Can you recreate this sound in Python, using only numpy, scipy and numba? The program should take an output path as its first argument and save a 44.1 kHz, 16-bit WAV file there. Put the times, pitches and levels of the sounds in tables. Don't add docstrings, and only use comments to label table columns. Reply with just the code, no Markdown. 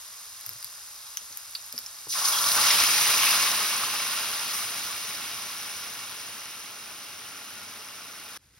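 import sys
import numpy as np
from scipy import signal
from scipy.fft import rfft, irfft, next_fast_len
from scipy.io import wavfile
from scipy.ndimage import uniform_filter1d
from numba import njit

SR = 44100
rng = np.random.default_rng(int(sys.argv[2]) if len(sys.argv) > 2 else 0)


def master(y):
    cut = np.clip(np.atleast_2d(y).T, -1, 1)
    pcm = np.round(cut * 32767)
    wavfile.write(sys.argv[1], SR, pcm.astype(np.int16))


N = 378819

SAUCE_START_S, SAUCE_END_S = 2.075, 8.375
TOP_HZ = 15800
FFT_SIZE = next_fast_len(N + 4096, real=True)
T = np.arange(N) / SR
FREQ = np.fft.rfftfreq(FFT_SIZE, 1 / SR)


def undb(db):
    return 10 ** (np.asarray(db) / 20)


def curves(table):
    s, *columns = np.transpose(table)
    return [np.interp(T, s, c) for c in columns]


def shape(x, gain):
    return irfft(rfft(x, FFT_SIZE) * gain, FFT_SIZE)[..., :N]


def colour(points):
    hz, db = np.transpose(points)
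    return undb(np.interp(np.log(FREQ + 1), np.log(hz), db))


def band(lo_hz, hi_hz):
    low_edge = 1 + (lo_hz / (FREQ + 1)) ** 10
    high_edge = 1 + (FREQ / hi_hz) ** 10
    return 1 / np.sqrt(low_edge * high_edge)


def unit(gain):
    return gain / np.sqrt(np.mean(gain ** 2))


def resonance_db(hz, width_hz, lift_db):
    return lift_db / (1 + (2 * (FREQ - hz) / width_hz) ** 2)


def pan_ring():
    # pitch_hz, width_hz, lift_db
    pan_modes = [(118, 14, 4), (208.6, 48, 7), (288, 30, 5), (425.4, 26, 5.5), (467, 17, 3.5), (610, 32, 6),
                 (682, 28, 6.5), (843, 36, 7), (1058, 16, 4), (1131, 40, 3.5), (1240, 70, 2),
                 (1420, 150, 3), (1700, 35, 2), (1890, 90, 2.5), (2130, 50, 2), (2242, 90, 4.5),
                 (2487, 50, 4.2), (2777, 110, 5.5), (2890, 60, 2.5), (3310, 50, 3.5), (3745, 130, 3),
                 (3940, 70, 2), (4348, 22, 4), (4550, 70, 2), (4990, 90, 2.5), (5099, 45, 2),
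                 (5769, 90, 2.5)]
    return undb(sum(resonance_db(hz, width_hz, db) for hz, width_hz, db in pan_modes))


def hollow(fill):
    # empty_hz, full_hz, width_hz, lift_db
    air_modes = [(1090, 1420, 330, 3.5), (2680, 2830, 300, 1.5), (5040, 5380, 340, 3.5)]
    return undb(sum(resonance_db(empty_hz + fill * (full_hz - empty_hz), width_hz, db)
                    for empty_hz, full_hz, width_hz, db in air_modes))


def walk(per_s, size=N):
    hold = int(SR / per_s)
    steps = np.repeat(rng.standard_normal(1000), hold)[:size]
    return 1.2 * uniform_filter1d(steps, hold)


def ports(common, apart):
    # pitch_hz, left_lead_rad, common_share (0-1 of the power)
    port_table = [(40, 0, .99), (220, -.1, .98), (450, -.5, .92), (740, -.6, .58), (1100, -.25, .92),
                  (1850, 0, .97), (2750, .7, .6), (4350, 1, .55), (4850, -.35, .78), (6600, 2.2, .86),
                  (7500, 3.14, .97), (9500, 4.9, .84), (11000, 6.3, .92), (12600, 7.6, .78),
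                  (14300, 9.4, .93), (16000, 10.8, .7)]
    hz, lead_rad, share = np.transpose(port_table)
    share = np.clip(np.interp(FREQ, hz, share), 0, 1)
    turn = np.exp(.5j * np.interp(FREQ, hz, lead_rad) * np.array([[1], [-1]]))
    return shape(common, np.sqrt(share) * turn) + shape(apart, np.sqrt(1 - share))


@njit
def ring(start, pole, size, length):
    out = np.zeros(N)
    for k in range(len(start)):
        z = size[k] + 0j
        for i in range(start[k], min(start[k] + length[k], N)):
            z *= pole[k]
            out[i] += z.imag
    return out


def bubbles(per_s, spread_db, cycles):
    streams = []
    for _ in range(3):
        draws = rng.random((300000, 5))[:int(per_s * N / SR)]
        when, pitch, life, strength, sign = draws.T
        hz = 30 + 17500 * pitch ** 2
        decay = np.minimum(max(cycles, .3) * (.25 + life) * SR / hz, SR / 200)
        size = undb(-spread_db * np.log(strength + .004))
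        size = size * np.sqrt(pitch / decay)
        pole = np.exp(2j * np.pi * hz / SR - 1 / decay)
        x = ring((when * N).astype(int), pole, size * np.sign(sign - .5), (4 * decay).astype(int))
        streams.append(x / x.std())
    return ports(streams[0], np.array(streams[1:]))


def bursts(table, rough, waver_hz=0):
    out = np.zeros(N + SR)
    t = np.arange(SR // 5) / SR
    for s, db, hz, swell_ms in table:
        age = t * 1000 / max(swell_ms, .02)
        turns = np.cumsum(hz + waver_hz * walk(per_s=520, size=len(t))) / SR
        tone = np.sin(2 * np.pi * (turns - turns[0]))
        wave = tone + rough * rng.standard_normal(len(t))
        at = int(s * SR)
        out[at:at + len(t)] += undb(db) * age * np.exp(1 - age) * wave
    return out[:N]


def kitchen(x, near_db, near_t60, room_db, room_t60):
    t = np.arange(SR // 2) / SR
    tail = 0
    for db, t60 in ((near_db, near_t60), (room_db, room_t60)):
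        fade = undb(-60 * t / t60) * (t > .0005)
        fade = fade / np.sqrt(np.sum(fade ** 2))
        tail = tail + undb(db) * fade * rng.standard_normal((2, len(t)))
    return signal.fftconvolve(x[None], tail, axes=1)[:, :N]


def oil():
    # pitch_hz, level_db
    oil_colour = [(50, -22), (100, -13.5), (160, -28), (350, -24.5), (520, -19), (700, -15), (1050, -9),
                  (1700, -8.5), (2300, -10.5), (2900, -10), (3600, -5.5), (6000, 0), (9500, -1.5),
                  (13000, -3.5), (15500, -7)]
    fizz_db, ticks_db = -43, -59
    uncovered = np.interp(T, [2.1, 2.5], [1, 0])
    fizz = bubbles(per_s=13000, spread_db=1.0, cycles=1.6)
    fizz = shape(fizz, unit(colour(oil_colour) * pan_ring() * hollow(0)))
    ticks = bubbles(per_s=260, spread_db=2.5, cycles=3.5)
    ticks = shape(ticks, unit(band(3400, 15000)))
    return (fizz * undb(fizz_db) + ticks * undb(ticks_db)) * uncovered


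def rumble():
    # pitch_hz, level_db
    rumble_colour = [(25, -32), (55, 7), (95, -4), (150, -10), (400, -23), (2000, -55)]
    noise = shape(rng.standard_normal(N), unit(colour(rumble_colour)))
    return noise * undb(np.where(T > SAUCE_END_S, -71, -76))


def spits():
    # start_s, click_db, ring_hz, ring_db, snap_hz, snap_db
    pops = [(.411, -39, 4900, -43, 11000, -22), (.4634, -38, 5400, -30, 13800, -12),
            (.4924, -31, 5140, -30, 13000, -12.5), (.5338, -35, 5790, -38, 12000, -23),
            (.6276, -33, 4950, -30, 10800, -19.5), (.645, -26, 5130, -26.5, 11400, -13),
            (.6695, -42, 5210, -38, 12000, -28), (1.066, -44, 5100, -35, 11000, -38),
            (1.171, -30, 6400, -23, 12000, -22), (1.1718, -17.5, 6000, -16.5, 12000, -18),
            (1.326, -44, 5900, -29, 11000, -38), (1.3729, -34, 6180, -29, 13500, -13.5),
            (1.5115, -48, 5200, -46, 10900, -24), (1.5503, -28, 4900, -27, 10500, -32),
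            (1.5511, -24, 4400, -25, 10500, -34), (1.552, -25, 3750, -25, 10500, -34),
            (1.5562, -34, 4300, -26, 10500, -34), (1.6635, -48, 5200, -46, 11800, -24),
            (1.7256, -31, 5600, -27, 13000, -16), (1.764, -40, 5170, -32, 11000, -26),
            (1.779, -23, 5300, -17.5, 10500, -21), (1.7885, -29, 5750, -24, 13000, -13),
            (1.841, -44, 5200, -36, 11000, -38), (1.8622, -29, 5300, -22.5, 10500, -35),
            (1.8665, -34, 5900, -28, 10500, -36), (1.9875, -35, 5300, -35, 11000, -32),
            (2.8381, -14, 5110, -12, 11500, -6), (2.868, -22, 4920, -15, 11000, -16),
            (3.0116, -22, 4590, -15, 11000, -18), (3.173, -22, 5150, -15, 11000, -16),
            (3.3085, -17, 5110, -16, 12000, -7), (4.8495, -28, 5100, -25, 11000, -25),
            (5.1515, -34, 5330, -26, 11000, -28), (5.221, -34, 3990, -29, 11000, -34),
            (7.3786, -42, 5370, -36, 11000, -38), (7.8862, -42, 5360, -35, 11000, -36)]
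    # start_s, level_db, pitch_hz, swell_ms
    squeak_table = [(1.078, -42, 3900, 4), (1.5524, -22, 4600, .8), (1.5605, -33, 4450, 2.5),
                    (2.333, -24, 3300, 5), (2.355, -29.5, 3345, 8), (2.378, -27, 3350, 4),
                    (3.232, -24, 2800, 5), (3.262, -24, 2650, 8), (3.998, -27, 2230, 2.5)]
    # start_s, level_db, pitch_hz, swell_ms
    sputter_table = [(2.106, -32, 5200, 1.2), (2.122, -27, 4200, 2), (2.137, -27, 5200, 1.5),
                     (2.2, -25, 5000, 1), (2.249, -22, 5000, 4), (2.32, -22, 4300, 1.6),
                     (2.385, -20.5, 4600, 2.4), (2.441, -21, 4550, 1.5), (2.484, -21, 4600, 2),
                     (2.517, -19.5, 4400, 1.3), (2.611, -19.5, 4260, 1.4), (2.638, -19, 5120, 1),
                     (2.668, -18.5, 4630, 1.6), (2.703, -16.5, 5090, 3), (2.8, -18, 5100, 2.2)]
    snap_ms, ring_ms = .08, .33
    drops = [(s, db, hz, ring_ms * (6000 / hz) ** 1.5) for s, _, hz, db, *_ in pops]
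    clicks = bursts([(s, db, 4200, .032) for s, db, *_ in pops], rough=0)
    snaps = bursts([(s, db, hz, snap_ms) for s, *_, hz, db in pops], rough=.2)
    puffs = [(s, db - 12.5, hz * .88, ms * 3.5) for s, db, hz, ms in drops]
    spray = bursts(puffs, rough=.45, waver_hz=900)
    rings = bursts(drops, rough=.14, waver_hz=220)
    squeaks = bursts(squeak_table, rough=.1, waver_hz=70)
    sputters = shape(bursts(sputter_table, rough=1.6, waver_hz=600), band(3300, 6200))
    close = shape(rings + clicks + snaps + spray + squeaks + sputters, band(1200, 20000))
    echo = kitchen(close, near_db=-9.5, near_t60=0.06, room_db=-14, room_t60=0.22)
    return ports(close, np.zeros((2, N))) + echo


def jar():
    # start_s, level_db, tilt_db_per_octave (about 500 Hz)
    knock_table = [(1.215, -52, 7), (1.301, -52.5, 9), (1.735, -41, 1.5), (1.785, -51, 5)]
    # pitch_hz, level_db (relative to the knock), swell_ms
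    jar_modes = [(125, -9, 7), (236, -4, 15), (462, -8, 5), (592, -3, 5.2)]
    # start_s, level_db, pitch_hz
    thud_table = [(.468, -49, 108), (.5, -48, 98), (.55, -54, 118), (.645, -54, 110), (1.305, -57, 85),
                  (1.81, -58, 62), (2.07, -34, 1015), (2.072, -52, 120), (2.073, -53, 280), (2.53, -42, 88),
                  (2.795, -43, 80)]
    thud_cycles = 1.1
    knocks = [(s, db + mode_db + tilt * np.log2(hz / 500), hz, ms)
              for s, db, tilt in knock_table for hz, mode_db, ms in jar_modes]
    thuds = [(s, db, hz, 1000 * thud_cycles / hz) for s, db, hz in thud_table]
    thumps = shape(bursts(knocks + thuds, rough=9.0), band(90, 560)) * undb(-12)
    bumps = shape(bursts(knocks + thuds, rough=0), band(40, 3000)) + thumps
    echo = kitchen(bumps, near_db=-18, near_t60=.05, room_db=-10, room_t60=.24)[0]
    return undb(-6.0) * (bumps + echo)


def spatter(boil_db):
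    offset_db, slope = 4.5, 1.72
    snaps = bubbles(per_s=490, spread_db=-1.5, cycles=1.6)
    snaps = shape(snaps, unit(band(3300, 17500) * pan_ring() * hollow(0.46)))
    wetted = np.interp(T, [SAUCE_START_S, 2.25], [0, 1])
    return snaps * undb(offset_db + slope * boil_db) * wetted


def blisters(boil_db):
    # start_s, level_db (before gain and tilt), pitch_hz
    blister_table = [(2.134, -33, 3160), (2.218, -17, 1150), (2.334, -31, 1080), (2.442, -24, 1250),
                     (2.48, -19, 1300), (2.573, -31, 1110), (2.648, -22, 1100), (2.702, -13, 1400),
                     (2.748, -10, 3050), (2.786, -14, 2450), (2.835, -14, 3170), (2.94, -12, 2574),
                     (3.049, -24, 1110), (3.097, -17, 2180), (3.14, -11, 2530), (3.19, -11, 2710),
                     (3.233, -8.5, 2820), (3.27, -10, 2440), (3.306, -17, 2300), (3.357, -19, 2830),
                     (3.476, -16, 1200), (3.577, -23, 1210), (3.615, -26, 1400), (3.727, -19, 1140),
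                     (3.834, -14, 1280), (4.003, -22, 1340)]
    gain_db, tilt_db = -12, 1.5
    swell_cycles = 2.8
    gurgle_db = -15
    rows = [(s, db + gain_db + tilt_db * np.log2(hz / 1000), hz, 1000 * swell_cycles / hz)
            for s, db, hz in blister_table]
    blips = shape(bursts(rows, rough=0.13, waver_hz=158), band(600, 4500))
    echo = kitchen(blips, near_db=-9.5, near_t60=.06, room_db=-14, room_t60=.22)
    spreading = np.interp(T, [2.13, 2.55, 2.6, 4.2, 5.5], [0, .5, 1, 1, 0])
    gurgle = bubbles(per_s=420, spread_db=.5, cycles=9)
    gurgle = shape(gurgle, unit(band(850, 4200) * pan_ring()))
    return blips + echo + gurgle * undb(boil_db + gurgle_db) * spreading


def flares(pitch_hz):
    # start_s, lift_db, pitch_hz, swell_ms
    flare_table = [(2.243, 7, 6000, 8), (2.277, 6.5, 11000, 7), (2.32, 3, 2200, 12), (2.41, 3, 5600, 10),
                   (2.46, 4, 2400, 14), (2.535, 4.5, 800, 30), (2.57, 4, 1500, 14), (2.65, 4, 1100, 25),
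                   (2.675, 2.5, 3000, 20), (2.78, 4, 1800, 13), (2.83, 5, 1200, 5), (2.96, 2, 3500, 30),
                   (3.07, 2.5, 1500, 20), (3.205, 3, 2400, 30), (3.32, 2, 1000, 25), (3.45, 3.5, 1700, 14),
                   (3.69, 2, 2300, 18), (3.92, 2.5, 1200, 25), (4.15, 2, 1800, 30), (4.53, 4.5, 11000, 28)]
    spread_octaves = 0.82
    lift = 0
    for s, db, hz, swell_ms in flare_table:
        age = np.maximum(T - s, 0) * 1000 / swell_ms
        nearness = 1 / (1 + (np.log2(pitch_hz / hz) / spread_octaves) ** 2)
        lift = lift + db * age * np.exp(1 - age) * nearness
    return lift


def sauce():
    # pitch_hz, level_db
    sauce_colour = [(50, -23), (100, -13), (160, -17.5), (350, -14), (650, -12.5), (1000, -5.5), (1700, -2),
                    (2900, -0.5), (4000, 0), (5000, 1), (6000, 2), (7500, -7), (9500, 0.5), (12000, -4.5),
                    (13500, -7), (15500, -5)]
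    # start_s, level_db
    boil_table = [(2.11, -26), (2.14, -26), (2.21, -26), (2.26, -26), (2.3, -25.5), (2.65, -22.5),
                  (2.68, -22.5), (2.91, -23), (3.31, -23), (3.48, -25), (3.59, -27), (3.92, -30),
                  (6.84, -44), (7.7, -45), (8.25, -46), (8.36, -45)]
    # start_s, strength (0-1)
    churn_table = [(2.95, 0.71), (3.7, 1), (4.2, 1), (4.75, 0.72)]
    # start_s, covered_share (0-1)
    flood_table = [(2.55, 0), (2.58, 0.3), (2.64, 0.5), (2.67, 0.7)]
    # start_s, end_s
    filling_s = [3.3, 7.6]
    cooling_s = [3.15, 7.62]
    # flooded_db, churned_db, cooled_db
    size_classes = [(40, 752, -25, 0.019, 0.38, 0.5, 3, 12), (556, 1610, -13, 0.059, 0.03, -2.5, 6, 6),
                    (1680, 3600, -15, 0.048, 0.011, 9.5, 3, 5), (3500, 4450, -6, 0.018, 0.018, 4, 0.5, 1.5),
                    (4870, 8800, -1.5, 0.0094, 0.031, 0.45, 0, 2),
                    (7500, 36000, -1, 0.0084, 0.1, 0, 0.5, 2)]
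    boil_db, = curves(boil_table)
    churn, = curves(churn_table)
    flooded, = curves(flood_table)
    fill = np.interp(T, filling_s, [0, 1])
    cooled = np.interp(T, cooling_s, [0, 1])
    crackle = bubbles(per_s=17000, spread_db=0.0, cycles=4.9)
    crackle = shape(crackle, unit(hollow(0))) * (1 - fill) + shape(crackle, unit(hollow(0.84))) * fill
    body = colour(sauce_colour) * pan_ring()
    total = sum(band(lo, hi) for lo, hi, *_ in size_classes) + 0.017
    spurt_db = np.interp(T, [2.9, 3.8], [.7, .35])
    together = .8 * walk(per_s=70)
    out = spatter(boil_db) + blisters(boil_db)
    for lo, hi, db, lag_s, build_up_s, flooded_db, churned_db, cooled_db in size_classes:
        layer = shape(crackle, unit(body * band(lo, hi)) * band(lo, hi) / total)
        number = 1 - np.exp(-np.maximum(T - SAUCE_START_S - lag_s, 0) / build_up_s)
        level_db = boil_db + db + flooded_db * flooded + churned_db * churn + cooled_db * cooled
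        level_db = level_db + flares((lo + min(hi, TOP_HZ)) / 2)
        level_db = level_db + spurt_db * (together + walk(per_s=64))
        out = out + layer * number ** 0.5 * undb(level_db)
    sounding = 1. * ((T > SAUCE_START_S) & (T < SAUCE_END_S))
    return out * uniform_filter1d(sounding, size=80)


def simmer():
    # pitch_hz, level_db
    simmer_colour = [(40, 0), (100, 15), (200, 2), (700, -7), (1500, 0.5), (3000, -2.5), (5200, -0.5),
                     (10000, -3), (15500, -9)]
    ticks = bubbles(per_s=6500, spread_db=-0.5, cycles=2.2)
    level_db = np.interp(T, [8.38, 8.43, 8.53, 8.57], [-67.0, -62.0, -62.0, -58.5])
    return shape(ticks, unit(colour(simmer_colour))) * undb(level_db) * (T > SAUCE_END_S)


def scene():
    return oil() + sauce() + simmer() + spits() + jar() + rumble()


def record(dry):
    low_pass = signal.ellip(10, .2, 70, TOP_HZ, fs=SR, output="sos")
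    return signal.sosfilt(low_pass, dry)


dry = scene()
out = record(dry)
master(out)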